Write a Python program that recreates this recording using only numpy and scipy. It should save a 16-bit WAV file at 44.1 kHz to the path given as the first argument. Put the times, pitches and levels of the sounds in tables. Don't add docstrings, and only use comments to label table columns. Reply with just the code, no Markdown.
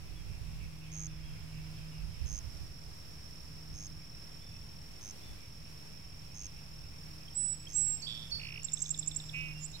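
import sys
import numpy as np
from scipy import signal
from scipy.fft import rfft, irfft
from scipy.io import wavfile
from scipy.ndimage import uniform_filter1d

SR = 44100
rng = np.random.default_rng(int(sys.argv[2]) if len(sys.argv) > 2 else 0)


def materialize(psi):
    bounded = np.clip(np.atleast_2d(psi).T, -1, 1)
    quanta = np.round(bounded * 32767).astype(np.int16)
    wavfile.write(sys.argv[1], SR, quanta)


N = 432173
TIME = np.arange(N) / SR


def undb(db):
    return 10 ** (np.asarray(db) / 20)


def curve(rows):
    s, *columns = np.transpose(rows)
    return [np.interp(TIME, s, c) for c in columns]


def pair(pan_db):
    left = np.atleast_1d(undb(pan_db))
    return 2 * np.array([left, np.ones_like(left)]) / (1 + left)


def noise(shape):
    hz = np.arange(N // 2 + 1) * SR / N + 1
    spectrum = rfft(rng.standard_normal((2, N))) * shape(hz)
    x = irfft(spectrum, N)
    return x / x.std()


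def colour(points):
    hz, db = np.transpose(points)
    return lambda f: undb(np.interp(np.log(f), np.log(hz), db))


def peak(hz, width):
    return lambda f: 1 / (1 + (2 * (f - hz) / width) ** 2)


def walk(rate):
    k = int(SR / rate)
    steps = np.repeat(rng.standard_normal(N // k + 1), k)
    return 1.206 * uniform_filter1d(uniform_filter1d(steps, k), k)[:N]


def swell(centre, width):
    return np.exp(-.5 * ((TIME - centre) / width) ** 2)


def add(out, rows, pan_db, lead_s, tilt_db=0, throb=(0, 0, 0, 0)):
    s, hz, db = np.transpose(rows)
    span = slice(max(int(s[0] * SR), 0), int(s[-1] * SR))
    t = TIME[span]
    rate, swing_hz, depth, lean = throb
    waver = 0.022 * np.cumsum(rng.standard_normal(len(t)))
    beat = 2 * np.pi * rate * (t - s[0]) + waver
    pitch = np.interp(t, s, hz) + swing_hz * np.sin(beat)
    soft_ends = signal.windows.tukey(len(t), min(1, 0.002 * SR / len(t)))
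    size = undb(np.interp(t, s, db)) * (1 - depth * np.cos(beat + lean)) * soft_ends
    left_lead = pitch * lead_s * np.array([[1], [0]])
    phase = 2 * np.pi * (np.cumsum(pitch) / SR + rng.random() + left_lead)
    out[:, span] += size * pair(pan_db + tilt_db * pitch / 1000) * np.sin(phase)


SETTLE, RELEASE_S = 1.7, .022
EARLY_SAG = .3
START_DB, HALF_WAY_DB, END_DB = -33, -12, -14


def held(start, length, attack, hz, scoop_hz, sag_hz, db, fade_db, half_way_db=HALF_WAY_DB, early_sag=EARLY_SAG):
    end, settled = start + length, start + SETTLE * attack
    let_go = end - RELEASE_S
    return np.array([(start, hz - scoop_hz, db + START_DB),
                     (start + attack / 2, hz - scoop_hz / 2, db + half_way_db),
                     (start + attack, hz - .15 * scoop_hz, db),
                     (settled, hz, db - fade_db * (SETTLE - 1) * attack / length),
                     ((settled + let_go) / 2, hz - early_sag * sag_hz, db - fade_db / 2),
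                     (let_go, hz - sag_hz, db - fade_db),
                     (end, hz - sag_hz, db - fade_db + END_DB)])


# (start t/s, length/s, attack/s, pitch f/Hz, slide up f/Hz, sag f/Hz, peak level/dB, fade/dB)
HELD_WHISTLES = [(7.339, 0.214, 0.03, 7904, 497, 91, -31.5, 3),
                 (7.726, 0.249, .038, 7720, 423, 150, -27, 7.5)]
FLUTED_NOTES = [(8.008, 0.18, 0.021, 4546, 120, 30, -40, 19), (8.305, 0.15, .017, 4484, 30, -5, -32.5, 24)]
LINGERING_TONE = (9.535, .11, .015, 2755, 20, 10, -52, 5)
# (t/s, f/Hz, rms level/dB)
CLOSING_GLIDES = [
    [(9.577, 9600, -62), (9.586, 8300, -70), (9.603, 7400, -63), (9.63, 7130, -50), (9.645, 7300, -44),
     (9.657, 7750, -43), (9.668, 8120, -49)],
    [(9.6, 6914, -64), (9.63, 6850, -51), (9.645, 6865, -47), (9.656, 6970, -46)],
    [(9.714, 8300, -63), (9.717, 7200, -49), (9.721, 6400, -53)],
    [(9.725, 3597, -68), (9.742, 3860, -54), (9.756, 3850, -46), (9.768, 3700, -58)],
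    [(9.738, 4150, -66), (9.755, 4180, -55), (9.772, 4150, -54)],
]
# (t/s, f/Hz, rms level/dB)
RASP_SCOOP = [(8.062, 2950, -61), (8.068, 3200, -45), (8.072, 3270, -46)]
# (t/s, base level/dB, base f/Hz)
CHIP_EVENTS = [(7.2784, -50, 3230), (7.6674, -45, 3240), (8.0162, -49, 6300), (8.3044, -52, 6190)]
# (t/s from its start, pitch ratio, level/dB against its base)
CHIP_SHAPE = [(0, .95, -11), (.005, 0.993, 3), (.009, 1.02, -3), (.015, 1.025, -14)]
# (t/s, base level/dB)
TRILL_SYLLABLES = [(8.644, -27.5), (8.7321, -24.5), (8.8175, -24.5), (8.904, -24.5), (8.988, -25.5),
                   (9.0735, -25.5), (9.1603, -26.5)]
# (t/s from the event, f/Hz, level/dB against its base)
FLICK_SHAPE = [(-.0125, 6540, -23), (-.0105, 7100, -11), (-.008, 8300, -18)]
HOOK_SHAPE = [(-.001, 6370, -19), (.003, 7160, -5), (.008, 7600, -2), (.013, 7700, -10), (.017, 7520, -15)]
DROP_SHAPE = [(-.0015, 4400, -13), (.001, 3920, -12), (.003, 3600, -2.5), (.0075, 3400, -10)]
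ARCH_SHAPE = [(-.004, 2027, -8), (0, 3009, -4), (.003, 2530, 3), (.006, 2200, -11), (.012, 1823, -22)]
BLIP_SHAPE = [(-.0035, 3200, -11), (-.001, 3330, -2), (.001, 3550, -2), (.003, 3540, -3)]
TICK_SHAPE = [(.004, 4300, -22), (.005, 3950, -13), (.0062, 3600, -18)]
# (t/s, middle f/Hz, peak level/dB before the throb)
FAST_BUZZ = [(9.328, 2550, -58), (9.345, 2490, -37), (9.406, 2540, -38), (9.53, 2485, -47.5),
             (9.538, 2520, -68)]
BUZZ_THROB = 245, 223, 0.28, 0.4
SONG_PAN_DB, SONG_PAN_DB_PER_KHZ, SONG_LEAD_S = -5, -2, 0.00011
OCTAVE_DB = -29
DROP_AFTER_S, DROP_DB, LAST_DROP_S = .0396, -36, 9.2928
ARCH_FIRST_S, ARCH_PERIOD_S, ARCH_DB, LAST_ARCH_DB = 8.398, .0179, -40.5, -45
RASP_FIRST_S, RASP_LAST_S, RASP_PERIOD_S = 8.0733, 8.262, 0.0087
RASP_DB, RASP_FADE_DB_S = -32.5, 64.5


def sparrow():
    out, crest_db = np.zeros((2, N)), 10 * np.log10(2)
    place = SONG_PAN_DB, SONG_LEAD_S, SONG_PAN_DB_PER_KHZ
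    for note in HELD_WHISTLES + FLUTED_NOTES + [LINGERING_TONE]:
        add(out, held(*note), *place)
    for note in FLUTED_NOTES:
        add(out, held(*note) * (1, 2, 1) + (0, 0, OCTAVE_DB), *place)
    for glide in CLOSING_GLIDES + [RASP_SCOOP]:
        add(out, np.add(glide, (0, 0, crest_db)), *place)
    for s, db, hz in CHIP_EVENTS:
        add(out, np.multiply(CHIP_SHAPE, (1, hz, 1)) + (s, 0, db), *place)

    beats = np.arange(RASP_FIRST_S, RASP_LAST_S, RASP_PERIOD_S)
    rasp = np.transpose([beats, RASP_DB - RASP_FADE_DB_S * (beats - RASP_FIRST_S)])
    drops = [(s + DROP_AFTER_S, DROP_DB) for s, _ in TRILL_SYLLABLES] + [(LAST_DROP_S, DROP_DB)]
    arches = [(ARCH_FIRST_S + k * ARCH_PERIOD_S, ARCH_DB if k < 11 else LAST_ARCH_DB) for k in range(12)]
    syllables = ((TRILL_SYLLABLES, FLICK_SHAPE), (TRILL_SYLLABLES, HOOK_SHAPE), (drops, DROP_SHAPE),
                 (arches, ARCH_SHAPE), (rasp, BLIP_SHAPE), (rasp, TICK_SHAPE))
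    for events, shape in syllables:
        for s, db in events:
            sharp, loud = rng.standard_normal(2)
            varied = np.multiply(shape, (1, 1 + 0.0066 * sharp, 1))
            add(out, varied + (s, 0, db + 0.94 * loud), *place)
    add(out, FAST_BUZZ, *place, throb=BUZZ_THROB)
    return out


# (first stroke t/s, last stroke t/s, mean f/Hz, full level/dB, left minus right level/dB)
CRICKET_CHIRPS = [(0.9184, 1.067, 6470, -37, -9), (2.261, 2.389, 6390, -37.5, -6),
                  (3.741, 3.8684, 6368, -41, -4.5), (5.011, 5.1091, 6240, -40.5, -5),
                  (6.345, 6.467, 6370, -39, -6), (7.684, 7.8147, 6367, -39.5, -9),
                  (8.7637, 8.8935, 6370, -39.5, -7)]
# (t/s from the stroke, pitch ratio, level/dB against the chirp)
WING_STROKE = [(-.0028, 1.05, -16), (-.001, 1.015, -3), (.0003, 1.0, 0), (.0018, .97, -4), (.004, .91, -15)]
CHIRP_PERIOD_S = .0099


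def chirping_cricket():
    out = np.zeros((2, N))
    for first, last, hz, db, pan_db in CRICKET_CHIRPS:
        for u in np.linspace(0, 1, round((last - first) / CHIRP_PERIOD_S) + 1):
            late, sharp, loud = rng.standard_normal(3)
            s = first + (last - first) * (u - 0.059 * u * (1 - u)) + 0.00044 * late
            pitch = hz * (1 + 0.019 * (u - .5) + 0.009 * sharp)
            stroke_db = db - 9 * np.exp(-u / 0.21) + 0.74 * loud
            add(out, np.multiply(WING_STROKE, (1, pitch, 1)) + (s, 0, stroke_db), pan_db, .00013)
    scrape_colour = colour([(5500, -30), (5900, 3), (7000, 10), (8000, 1), (13500, -8.5), (15000, -20)])
    scrape = uniform_filter1d(np.abs(out), size=40) * noise(scrape_colour)
    return out + undb(-17.0) * scrape


# (start t/s, length/s, attack/s, pitch f/Hz, slide up f/Hz, sag f/Hz, peak level/dB, fade/dB)
FAR_WHISTLES = [(.15, .09, .016, 3400, 40, 140, -63, 2), (1.05, .17, 0.028, 3560, 560, 120, -68.5, 2),
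                (1.222, 0.13, .022, 3330, 330, 90, -62, 6), (1.91, 0.089, .016, 2880, 0, 40, -62, 5),
                (4.385, .21, .035, 3540, 450, 90, -63.5, 9.3), (5.2, 0.16, 0.0297, 3540, 450, 90, -62, 3)]
FAR_HALF_WAY_DB, FAR_EARLY_SAG = -3, 0.91


def far_birds():
    out = np.zeros((2, N))
    for note in FAR_WHISTLES:
        add(out, held(*note, FAR_HALF_WAY_DB, FAR_EARLY_SAG), -1.5, 0)
    return out


TREES_T60_S, TREES_DB = 0.56, -13.5
LOW_TREES_T60_S, LOW_TREES_DB = 1.5, -5.5


def trees(x, t60_s, low_hz, top_hz):
    t = TIME[:SR]
    patchy_decay = undb(-60 * t / t60_s + 3.9 * walk(61.07)[:SR])
    tail = rng.standard_normal((2, SR)) * patchy_decay * np.minimum(t / 0.0032, 1)
    tail = tail / np.sqrt(np.sum(tail ** 2, axis=1, keepdims=True))
    band_filter = signal.butter(4, (low_hz, top_hz), "band", fs=SR, output="sos")
    band = signal.sosfilt(band_filter, x.mean(axis=0, keepdims=True))
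    return pair(-7.0) * signal.fftconvolve(band, tail, axes=1)[:, :N]


# ([(t/s, level/dB) rows], f/Hz, left minus right level/dB)
HIGH_TRILL = [(0, -74), (2.3, -72), (3.05, -63.5), (4.5, -58.5), (5.3, -63.5), (6.8, -60), (8.7, -57),
              (9.5, -60.5), (9.8, -69)], 5420, -3
LOW_TRILL = [(0, -76), (1.03, -78), (1.09, -67), (1.9, -64.5), (4.4, -67), (4.7, -76), (5.05, -78),
             (5.4, -70), (9.8, -65.5)], 5115, -8
TOP_TRILL = [(0, -76), (1.8, -79), (2.4, -65), (3.1, -64.5), (4.1, -69), (4.5, -78), (5.6, -66.5),
             (6.8, -74), (7.5, -85)], 5530, -15
# (t/s, strokes counted so far, before a small waver and a fixed shift)
HIGH_COUNT = [(0, 4.03), (7.0, 287.47), (9.8, 400.6)]
LOW_COUNT = [(0, .3), (1.2, 50.38), (4.4, 183.87), (6.0, 250.5), (9.8, 408.87)]
TOP_COUNT = [(0, -1.05), (1.4, 57.75), (9.8, 410.3)]


def trilling_cricket(rows, hz, pan_db, strokes, duty, lead_s):
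    db = curve(rows)[0]
    count = curve(strokes)[0] + 0.045 * walk(6) + duty / 2 + 2
    part = count % 1 / duty
    chance = rng.standard_normal((N // 500, 2))[count.astype(int)].T
    pitch = hz * (1 + 0.003035 * chance[0] - .008 * np.clip(part - .5, -.5, .5))
    phase = 2 * np.pi * (np.cumsum(pitch) / SR + hz * lead_s * np.array([[1], [0]]))
    stroke = np.sin(np.pi * np.clip(part, 0, 1)) ** 0.5
    tone = undb(0.56 * chance[1]) * stroke * np.sin(phase)
    smear = undb(-4) * noise(peak(hz, 240)) * (.6 + stroke)
    return undb(db) * pair(pan_db) * (tone / tone.std() + smear)


# (t/s, level/dB before a small waver)
HUM_LEVEL = [(0, -57), (.36, -61), (.45, -52.5), (.9, -47), (1.25, -51.5), (1.6, -48), (2.06, -49.5),
             (2.18, -62), (3.35, -59.5), (3.5, -54), (4.0, -52.5), (4.08, -59.5), (4.9, -61.5), (5.19, -78),
             (5.5, -60), (7.4, -55.5), (8.3, -56), (9.3, -47.5), (9.7, -52), (9.8, -58)]
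# (t/s, level/dB)
LOW_HUM_LEVEL = [(0, -52), (.4, -56), (1.4, -59.5), (1.9, -67), (4.4, -65.5), (5.1, -73), (7.8, -63.5),
                 (9.8, -64)]
# (centre t/s, length/s, peak level/dB above a faint steady part)
OCTAVE_BUMPS = [(.15, 0.17, -68), (1.057, 0.57, -67), (1.685, 0.23, -69.5), (2.622, 0.17, -71),
                (3.848, 0.48, -69), (7.15, 0.35, -69), (7.647, 0.31, -69.5), (9.051, 0.31, -66.5),
                (9.5, 0.32, -67)]
HUM_HZ, HUM_SAG_HZ_S, HUM_WAVER_HZ = 157.8, .5, .3
HUM_OCTAVE_DB = -85


def hum():
    hz = HUM_HZ - HUM_SAG_HZ_S * TIME + HUM_WAVER_HZ * walk(2.977)
    phase = 2 * np.pi * np.cumsum(hz) / SR + np.array([[.2], [0]])
    octave_size = undb(HUM_OCTAVE_DB) + sum(undb(db) * swell(s, 0.34 * length) for s, length, db in OCTAVE_BUMPS)
    low = undb(curve(LOW_HUM_LEVEL)[0]) * noise(peak(116.6, 4.5))[0]
    tone = undb(curve(HUM_LEVEL)[0] + 1.4 * walk(8.7)) * np.sin(phase)
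    octave = octave_size * np.sin(2 * phase)
    return np.sqrt(2) * pair(-1.8) * (tone + octave) + low


# (t/s, level/dB before gusts, left minus right level/dB)
BREEZE = [(0, -44.5, -12), (.7, -53.5, -4), (1.7, -45, -7.5), (2.7, -51, -9), (3.0, -56.5, -5),
          (6, -59.5, -4), (9.8, -57, -3)]
# (f/Hz, relative level/dB)
BREEZE_COLOUR = [(11, -42), (18, -13), (49, 7.5), (129, -6.5), (161, -11), (188, -17.5), (317, -35),
                 (400, -31), (520, -37), (880, -120)]
# (t/s, level/dB, left minus right level/dB)
PUFFS = [(.3, -40.5, -22), (.41, -43.5, -8), (.52, -47.5, -14), (.65, -44.5, -10), (1.34, -55, -4),
         (2.07, -46, -24), (2.24, -39, -25), (2.32, -45, -20), (2.451, -44, -22.5), (2.61, -44.5, -16),
         (2.89, -57, -10), (3.74, -47.5, -4), (3.93, -54, -16), (5.32, -47.5, 8.5), (9.44, -48, 0)]
# (f/Hz, relative level/dB)
RUMBLE_COLOUR = [(11, -21), (18, -11.5), (43, -2.5), (113, -5), (157, -9.5), (177, -11.5), (205, -16),
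                 (330, -30), (430, -52), (730, -120)]
PUFF_WIDTH_S, GUSTS_DB, RUMBLE_DB = 0.027, 1.5, -54.5


def wind():
    db, pan_db = curve(BREEZE)
    breeze = undb(db + GUSTS_DB * walk(12)) * pair(pan_db)
    puffs = sum(undb(puff_db) * pair(side_db) * swell(s, PUFF_WIDTH_S) for s, puff_db, side_db in PUFFS)
    near = (breeze + puffs) * noise(colour(BREEZE_COLOUR))
    return near + undb(RUMBLE_DB + 1.1 * walk(6)) * noise(colour(RUMBLE_COLOUR))[0]


# (t/s, level/dB before random throbbing)
CHORUS_LEVEL = [(0, -70), (1.3, -65.5), (2.2, -68), (2.5, -73), (3.0, -78.5), (4.5, -70), (4.8, -75),
                (6.4, -69.5), (7.5, -72.5), (8, -71)]
FAR_CRICKET_LEVEL = [(0, -64), (1.5, -65), (3.5, -63.5), (6, -62.5), (8, -64), (9.8, -56)]
THIN_INSECT_LEVEL = [(0, -84), (1.9, -85), (2.3, -79), (4.7, -82), (5.8, -76), (6.8, -84), (7.8, -85),
                     (8.2, -75)]
# (middle f/Hz, width f/Hz, level/dB against the chorus)
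CHORUS_BANDS = [(2327, 430, -1.5), (2613, 440, 0), (3212, 790, -5.5)]


def chorus():
    bands = sum(undb(db + 3.1 * walk(25) + 1.0 * walk(2.75)) * noise(peak(hz, w)) for hz, w, db in CHORUS_BANDS)
    cricket_colour = colour([(4800, -23.5), (5100, -4), (5350, 2), (5600, 1), (5850, -30)])
    cricket_size = undb(curve(FAR_CRICKET_LEVEL)[0] + 1.3 * walk(30))
    crickets = cricket_size * pair(-6.5) * noise(cricket_colour)
    thin = undb(curve(THIN_INSECT_LEVEL)[0] + 2.0 * walk(40)) * noise(peak(11000, 150))
    return undb(curve(CHORUS_LEVEL)[0]) * pair(-5.5) * bands + thin + crickets


# (t/s, level/dB)
MURMUR_LEVEL = [(0, -70), (.85, -73), (.95, -65), (2, -71), (7.9, -81), (8.3, -68), (9, -73), (9.5, -67.5),
                (9.8, -76)]


def murmur():
    return undb(curve(MURMUR_LEVEL)[0]) * noise(peak(1540, 2200))


# (f/Hz, relative level/dB)
AIR_COLOUR = [(110, -39), (180, -3.5), (380, -11.5), (1430, -18.5), (2460, -18), (4150, -20.5), (4820, -18),
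              (5390, -14), (6260, -23), (10800, -25.5), (15600, -31)]
AIR_DB = -57


def air():
    return undb(AIR_DB + 0.83 * walk(6)) * noise(colour(AIR_COLOUR))


def scene():
    song, far, chirps = sparrow(), far_birds(), chirping_cricket()
    calls = song + undb(-1.0) * far + undb(-17) * chirps
    echo = undb(TREES_DB) * trees(calls, TREES_T60_S, 4600, 12000)
    echo = echo + undb(LOW_TREES_DB) * trees(calls, LOW_TREES_T60_S, 2730, 6300)
    crickets = trilling_cricket(*HIGH_TRILL, HIGH_COUNT, .5, 2.0e-5)
    crickets = crickets + trilling_cricket(*LOW_TRILL, LOW_COUNT, .55, 0)
    crickets = crickets + trilling_cricket(*TOP_TRILL, TOP_COUNT, .55, 0)
    return song + far + chirps + echo + crickets + chorus() + hum() + wind() + air() + murmur()


TOP_HZ = 15780


def record(dry):
    top_cut = signal.ellip(10, .2, 60, TOP_HZ, fs=SR, output="sos")
    return signal.sosfilt(top_cut, dry + 0.0026)


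dry = scene()
out = record(dry)
materialize(out)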